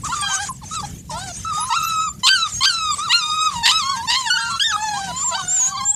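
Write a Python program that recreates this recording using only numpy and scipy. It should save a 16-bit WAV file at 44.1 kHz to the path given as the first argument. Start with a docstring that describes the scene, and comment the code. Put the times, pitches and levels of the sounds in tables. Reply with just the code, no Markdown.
"""Puppies at a yard fence

A litter of puppies yelps, whimpers and whines close by. Each voice is a nearly pure tone
that gets brighter as the mouth opens. Air in their noses makes thin, high whistles, and
their panting comes as puffs of hiss. The yard adds a short echo. Under it all lies a low
outdoor rumble, which the microphone's gain control pushes down during loud calls."""
import sys
import numpy as np
from scipy import signal
from scipy.io import wavfile
from scipy.ndimage import uniform_filter1d

SR = 44100
rng = np.random.default_rng(int(sys.argv[2]) if len(sys.argv) > 2 else 0)


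def store_pcm(level_fs):
    """Save levels as 16-bit WAV."""
    pcm = np.round(np.clip(level_fs, -1, 1) * 32767).astype(np.int16)
    wavfile.write(sys.argv[1], SR, np.atleast_2d(pcm).T)


N = 262395

# How throat, mouth and microphone together colour the overtones.
# Each row: frequency in Hz, boost or cut in dB.
OVERTONE_COLOUR = [(1600, 2), (2250, -14.5), (2900, -4), (4700, -6), (5700, -16), (7000, -9.5),
                   (9500, -30.5), (14000, -51.5)]


def voice(rows, mouth_start_db, mouth_end_db, ring_hz=4126, rasp=(0, 0, 0)):
    """Vocal folds make a tone; an open mouth lets overtones out and boosts those near its ring."""
    t, hz, gain = curves(rows)
    count = len(t)
    break_start, break_length, roughness = rasp
    inside_break = np.minimum(t - break_start, break_start + break_length - t)
    rough = roughness * np.clip(inside_break / .0026 + .5, 0, 1)
    # The folds always waver a little. 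When the voice breaks, they shake and throb unevenly.
    hz = hz * (1 + .005 * wander(count, size=600) + .004 * wander(count, size=150))
    turns = np.cumsum(hz * (1 + .5 * rough * wander(count, size=60))) / SR
    throb_hz = 170 * (1 + .4 * wander(count, size=250))
    throb = np.sin(2 * np.pi * np.cumsum(throb_hz) / SR)
    turns += .35 * rough * throb
    mouth_db = np.linspace(mouth_start_db, mouth_end_db, count) + 30 * rough  # a break takes effort
    mouth_db -= 12 * np.exp(-(t - t[0]) / .016)  # the lips part just after the voice starts
    k = np.arange(2, 17)[:, None]  # overtones lie at 2 to 16 times the pitch
    ring_db = 5.56 * np.exp(-((k * hz - ring_hz) / 550) ** 2)
    flicker_db = 3.74 * wander(k.size * count, size=700).reshape(k.size, -1)
    strengths = amp(colour_db(OVERTONE_COLOUR, k * hz) + ring_db + flicker_db)
    overtones = (strengths * np.sin(2 * np.pi * k * turns)).sum(0)
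    thump = 3 * rough * wander(count, size=70)  # a low thump sounds with each break
    sound = np.sin(2 * np.pi * turns) + amp(mouth_db) * overtones + thump
    tremble_db = 1.8 * wander(count, size=250) + 22 * rough * (throb - .5)
    return t[0], gain * sound * amp(tremble_db)


# Loud yelps. Each row: start, time of the break, its length, time of the slump and end in seconds;
# low, top, slumped and last pitch in Hz; level and tail level in dB; roughness of the break.
YELPS = [(2.232, 2.267, 0.025, 2.385, 2.48, 1063, 1561, 1356, 1288, -18, -18.5, 0.2),
         (2.606, 2.633, 0.028, 2.722, 2.95, 1080, 1598, 1369, 1208, -20.5, -20, 0.092),
         (3.091, 3.116, 0.019, 3.224, 3.505, 977, 1414, 1222, 1274, -22.5, -15, 0.034),
         (3.629, 3.655, .065, 3.83, 3.96, 919, 1300, 1063, 1115, -21, -18.5, 0.12),
         (4.072, 4.099, 0.065, 4.23, 4.3, 933, 1074, 1012, 931, -23.5, -23, 0.085)]


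def yelp(start, leap, length, slump, end, low_hz, top_hz, slumped_hz, last_hz, db, tail_db, roughness):
    """The voice starts low, breaks upward with a rasp, slumps and trails off as a whine."""
    landing = leap + length
    rows = [(start, low_hz * .9402, db - 6.5),
            (leap, low_hz, db),
            (landing - .012, low_hz * 1.0598, db),
            (landing, top_hz * .9725, db),
            (max(slump - .04, landing + .0063), top_hz, db),
            (slump, slumped_hz, db - 6),
            (end - .035, last_hz, tail_db),
            (end, last_hz * .902, tail_db - 6.5)]
    return voice(rows, mouth_start_db=9.5, mouth_end_db=-9.5, rasp=(leap, length, roughness))


# Long whines. Each row: mouth opening at the start and at the end in dB, the mouth's ring in Hz,
# then a list of points (time in seconds, pitch in Hz, level in dB).
WHINES = [(9, -8.5, 3000, [(0.221, 853, -27.5), (0.235, 808, -34.5), (0.39, 758.4, -31.5),
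          (0.42, 830, -26.5), (0.455, 799, -31.5)]), (-5, -11.5, 2380, [(1.7, 960, -18),
          (1.722, 898, -19.5), (1.765, 1389, -18), (1.8, 1295, -25.5), (1.85, 1346, -22.5),
          (1.95, 1277, -18.5), (2.06, 1286, -19), (2.095, 1127, -23)]),
          (3, -11.5, 4440, [(4.27, 1795, -14.5), (4.295, 1616, -34), (4.305, 1430, -17.5),
          (4.318, 1482, -15), (4.352, 1500, -25), (4.372, 1378, -17.5), (4.383, 1630, -22),
          (4.5, 1510, -36.5)]), (18, -14, 4020, [(4.595, 1330, -29.5), (4.61, 1690, -29),
          (4.625, 1578, -22), (4.65, 1847, -23), (4.71, 1696, -22.5), (4.73, 1266, -23.5),
          (4.765, 1262, -14.5)]), (-11.5, -9, 2160, [(4.67, 913, -44), (4.75, 804, -33), (4.84, 880, -23),
          (4.95, 813.5, -24), (5.08, 765, -29), (5.12, 671, -31.5)]), (2, -12.5, 3500, [(5.31, 707, -31),
          (5.335, 644, -29.5), (5.355, 783, -28), (5.45, 723, -40), (5.95, 837, -36)]),
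          (-18, -1.5, 4700, [(5.6, 972, -31.5), (5.705, 1100, -40), (5.725, 1174, -25), (5.76, 1032, -25),
          (5.78, 1186, -27), (5.81, 1036, -24), (5.85, 1106, -30)])]


def whine(mouth_start_db, mouth_end_db, ring_hz, rows):
    """A drawn-out voice that winds up and down in pitch."""
    return voice(rows, mouth_start_db, mouth_end_db, ring_hz)


# Short whimpers. Each row: start, bend and end in seconds, the pitch at each of them in Hz,
# level in dB, mouth opening halfway through in dB.
WHIMPERS = [(0.034, 0.063, 0.08, 1034, 1302, 1110, -25, -12.5),
            (0.086, 0.151, 0.25, 864, 1206, 1157, -26.5, -11),
            (0.12, 0.126, 0.15, 1435, 1383, 1307, -22, -12),
            (0.258, 0.331, 0.345, 1350, 1192, 1180, -32, -22),
            (0.287, 0.372, 0.39, 868, 1310, 1130, -29, -17),
            (0.487, 0.492, 0.515, 1080, 1080, 990, -26.5, -38),
            (0.616, 0.632, 0.65, 1170, 893, 815, -39, -5.5), (0.71, 0.755, 0.81, 1226, 1349, 1130, -27, -9),
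            (0.825, 0.835, 0.855, 1028, 801, 850, -28, -8.5),
            (1.094, 1.132, 1.19, 1034, 851, 1062, -28.5, -16),
            (1.11, 1.247, 1.32, 590, 802, 672, -35.5, -7.5),
            (1.447, 1.488, 1.53, 1282, 1345, 1197, -22, -13),
            (1.526, 1.544, 1.645, 1199, 1217, 1258, -23.5, -9.5),
            (1.574, 1.602, 1.7, 782, 940, 1080, -29.5, -18),
            (1.691, 1.786, 1.86, 1306, 1266, 1240, -24.5, -8.5),
            (2.982, 3.056, 3.09, 1138, 1355, 1116, -23.5, -7.5),
            (3.095, 3.199, 3.31, 1008, 1006, 896, -39, -24),
            (3.513, 3.556, 3.63, 1190, 960, 924, -26.5, -13.5),
            (3.795, 3.95, 4.02, 1255, 1550, 1686, -36.5, -6),
            (3.957, 4.015, 4.06, 932, 908, 1052, -27, -14),
            (4.337, 4.483, 4.515, 900, 936, 1127, -31.5, -7),
            (4.395, 4.466, 4.585, 1356, 1398, 1337, -27, -8),
            (4.506, 4.508, 4.56, 1180, 1157, 1090, -25.5, -9),
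            (4.935, 4.969, 5.0, 894, 1012, 1174, -29, -9.5), (5.072, 5.206, 5.24, 933, 1074, 1234, -30, -9),
            (5.241, 5.293, 5.37, 944, 1058, 896, -27, -20), (5.372, 5.385, 5.42, 953, 1224, 1044, -26, -10)]


def whimper(row, closing_db=6.5):
    """A short cry that bends once in pitch and gets duller as the mouth closes."""
    *call, mouth_db = row
    return voice(bent(*call), mouth_db + closing_db / 2, mouth_db - closing_db / 2)


# Long nose whistles, one list each. Each row: time in seconds, pitch in Hz, base level in dB.
LONG_WHISTLES = [
    [(5.16, 7130, -35.5), (5.22, 7100, -31), (5.25, 7500, -29.5), (5.29, 7197, -28), (5.31, 7070, -34)],
    [(5.48, 7000, -28.5), (5.54, 7500, -26.5), (5.62, 6620, -24.5), (5.67, 6670, -26), (5.68, 7240, -28),
     (5.7, 6000, -39)],
    [(5.85, 7230, -30.5), (5.91, 7445, -21), (5.93, 8800, -48), (5.95, 7040, -23)],
]
# Short ones. Each row: start, a time that steers the pitch glide (sometimes outside the whistle)
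# and end in seconds, a pitch for each in Hz, base level in dB.
SHORT_WHISTLES = [(0.209, 0.213, 0.226, 8700, 8820, 8330, -32),
                  (0.482, 0.507, 0.533, 7630, 11650, 7100, -45), (1.602, 1.7, 1.66, 9940, 10800, 8400, -35),
                  (1.83, 1.85, 1.89, 12100, 13150, 11600, -41.5),
                  (1.96, 2.006, 2.12, 7760, 7080, 7200, -40), (2.519, 2.55, 2.6, 7550, 6400, 6690, -35),
                  (2.911, 2.9, 2.95, 7800, 6800, 8110, -33.5)]


def whistle(rows):
    """Air whistles in the nose: one strong tone, with faint ones below and above it."""
    t, hz, gain = curves(rows)
    turns = np.cumsum(hz * (1 + .0036 * wander(len(t), size=100))) / SR
    tones = sum(amp(db) * np.sin(2 * np.pi * ratio * turns) * (ratio * hz < SR / 2)
                for ratio, db in [(.5, -27.5), (1, 10), (1.5, -28), (2, -22)])
    return t[0], gain * tones


def squeaks():
    """Other noses add 120 tiny, faint whistles at random times, each with a wandering pitch."""
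    track = np.zeros(N)
    for when, height, softness, *bends in rng.random((120, 7)):
        pitches = (6800 + 3000 * height ** 2) * (1 - .16 * np.array(bends))
        rows = [(when * N / SR + .011 * k, hz, -41 - 10 * softness) for k, hz in enumerate(pitches)]
        add(track, *whistle(rows))
    return track


# The colour of breath hiss. Each row: frequency in Hz, relative level in dB.
BREATH_COLOUR = [(900, -10.5), (2200, -8.5), (4000, -9.5), (7000, 0), (9500, -9.5), (12500, -27),
                 (15000, -50) ]
# Stretches of panting. Each row: start in seconds, length in seconds, level in dB.
PANTS = [(0.041, 0.43, -31), (0.63, 0.26, -37.5), (1.099, 0.934, -36), (2.29, 3.4, -36)]


def panting():
    """Breath hisses in puffs over a faint rest. Also returns its swell: how busy the litter is."""
    gain = np.full(N, amp(-44.5))
    for start, length, db in PANTS:
        t = np.arange(0, length + .3, 1 / SR)
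        onset = np.minimum(t / .0066, 1)
        add(gain, start, onset * amp(db - 330 * np.maximum(t - length, 0)))  # fades 330 dB a second
    gain *= amp(2.2 * wander(N, size=1200))
    return gain * noise(BREATH_COLOUR, size=512), gain / gain.mean()


def yard_echo(sound):
    """The ground and walls scatter the sound back; it dies away in a quarter of a second."""
    t = np.arange(SR // 4) / SR
    tail = rng.standard_normal(len(t)) * amp(-60 * t / .25)
    return amp(-14) * signal.fftconvolve(sound, tail / np.linalg.norm(tail))[:N]


# The colour of the outdoor rumble. Each row: frequency in Hz, relative level in dB.
RUMBLE_COLOUR = [(35, -42), (65, 0.5), (170, 0.5), (300, -17), (700, -30)]


def rumble():
    """Low outdoor noise that gently swells and sinks."""
    return amp(-34.5) * noise(RUMBLE_COLOUR, size=2048) * amp(1.76 * wander(N, size=2500))


def bent(start, steer, end, start_hz, steer_hz, end_hz, db):
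    """The three points that guide a short call's pitch and level."""
    return [(start, start_hz, db - 1), (steer, steer_hz, db), (end, end_hz, db + 1.5)]


def curves(rows):
    """Joins points (seconds, Hz, dB) into times, a smooth pitch and a gain with faded ends."""
    times, pitches, levels = np.transpose(rows)
    t = np.arange(times[0], times[-1], 1 / SR)
    hz = uniform_filter1d(np.interp(t, times, pitches), size=300, mode="nearest")
    fade = np.clip(np.minimum(t - times[0], times[-1] - t) / .003, 0, 1)
    return t, hz, np.sqrt(2) * fade * amp(np.interp(t, times, levels))


def noise(colour, size):
    """Noise of a given colour whose level drifts in patches of time and frequency."""
    real, imag, patches = rng.standard_normal((4 * N // size + 5, size // 2 + 1, 3)).T
    patches = uniform_filter1d(patches, size=12, axis=0)
    patches = unit_level(uniform_filter1d(patches, size=12, axis=1))
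    level_db = colour_db(colour, np.fft.rfftfreq(size, 1 / SR))[:, None] + 2 * patches
    spectrum = (real + 1j * imag) * amp(level_db)
    return unit_level(signal.istft(spectrum, nperseg=size, noverlap=3 * size // 4)[1][:N])


def wander(count, size):
    """A smooth random wobble that changes over about size samples."""
    return unit_level(uniform_filter1d(uniform_filter1d(rng.standard_normal(count), size), size))


def colour_db(colour, hz):
    """Looks up the level at any frequency, gliding between the rows of a colour table."""
    frequencies, levels = np.transpose(colour)
    return np.interp(np.log(hz + 1), np.log(frequencies + 1), levels)


def amp(db):
    """Turns dB into a number to multiply by."""
    return 10 ** (np.asarray(db) / 20)


def unit_level(x):
    """Scales a signal so that its typical size (rms) is 1."""
    return x / np.sqrt(np.mean(x ** 2) + 1e-20)


def add(mix, start, sound):
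    """Adds a sound to the mix at start seconds."""
    part = mix[round(start * SR):][:len(sound)]
    part += sound[:len(part)]


def scene():
    """The puppies' calls, their echo, their breath and the rumble, in one channel."""
    pups = np.zeros(N)
    for row in YELPS:
        add(pups, *yelp(*row))
    for row in WHIMPERS:
        add(pups, *whimper(row))
    for row in WHINES:
        add(pups, *whine(*row))
    breath, busy = panting()
    voice_power = uniform_filter1d(pups ** 2, size=1500)
    breath /= np.sqrt(1 + voice_power / amp(-39))  # the hiss dips while a call is loud
    for rows in LONG_WHISTLES + [bent(*row) for row in SHORT_WHISTLES]:
        add(pups, *whistle(rows))
    pups += busy * squeaks()
    return np.array([pups + breath + rumble() + yard_echo(pups)])


def suppress_hiss(sound):
    """A noise suppressor turns each frequency down by up to 9 dB when near its usual quiet level."""
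    spectrum = signal.stft(sound, nperseg=512, noverlap=384)[2]
    level_db = 10 * np.log10(uniform_filter1d(abs(spectrum) ** 2, size=3, axis=2) + 1e-14)
    above_quiet_db = level_db - np.percentile(level_db, 20, axis=2, keepdims=True)
    gain = amp(.6 * np.clip(above_quiet_db - 10, -15, 0))
    return signal.istft(spectrum * gain, nperseg=512, noverlap=384)[1][:, :N]


def gain_control(sound, limit_db=-25.5, recovery_db_per_s=60):
    """A gain that drops quickly when the sound passes the limit, then creeps back up."""
    level_db = 10 * np.log10(abs(uniform_filter1d(sound ** 2, size=1500)) + 1e-12)
    recovery_db = np.arange(N) / SR * recovery_db_per_s
    held_db = np.maximum.accumulate(level_db + recovery_db, axis=1) - recovery_db
    over_db = np.maximum(held_db - limit_db, 0)
    return amp(-uniform_filter1d(over_db, size=300))


def record(dry):
    """The microphone lowers the bass under loud calls, cuts hiss, rounds peaks and dulls the top."""
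    bass = signal.sosfiltfilt(signal.butter(3, 600, fs=SR, output="sos"), dry)
    ducked = suppress_hiss(dry - bass) + bass * gain_control(dry)
    rounded = .85 * np.tanh(ducked)
    dulled = signal.sosfilt(signal.butter(4, 12500, fs=SR, output="sos"), rounded)
    treble_cut = signal.firwin(511, cutoff=15700, window=("kaiser", 9), fs=SR)
    return signal.oaconvolve(dulled, treble_cut[None], "same")


dry = scene()
out = record(dry)
store_pcm(out)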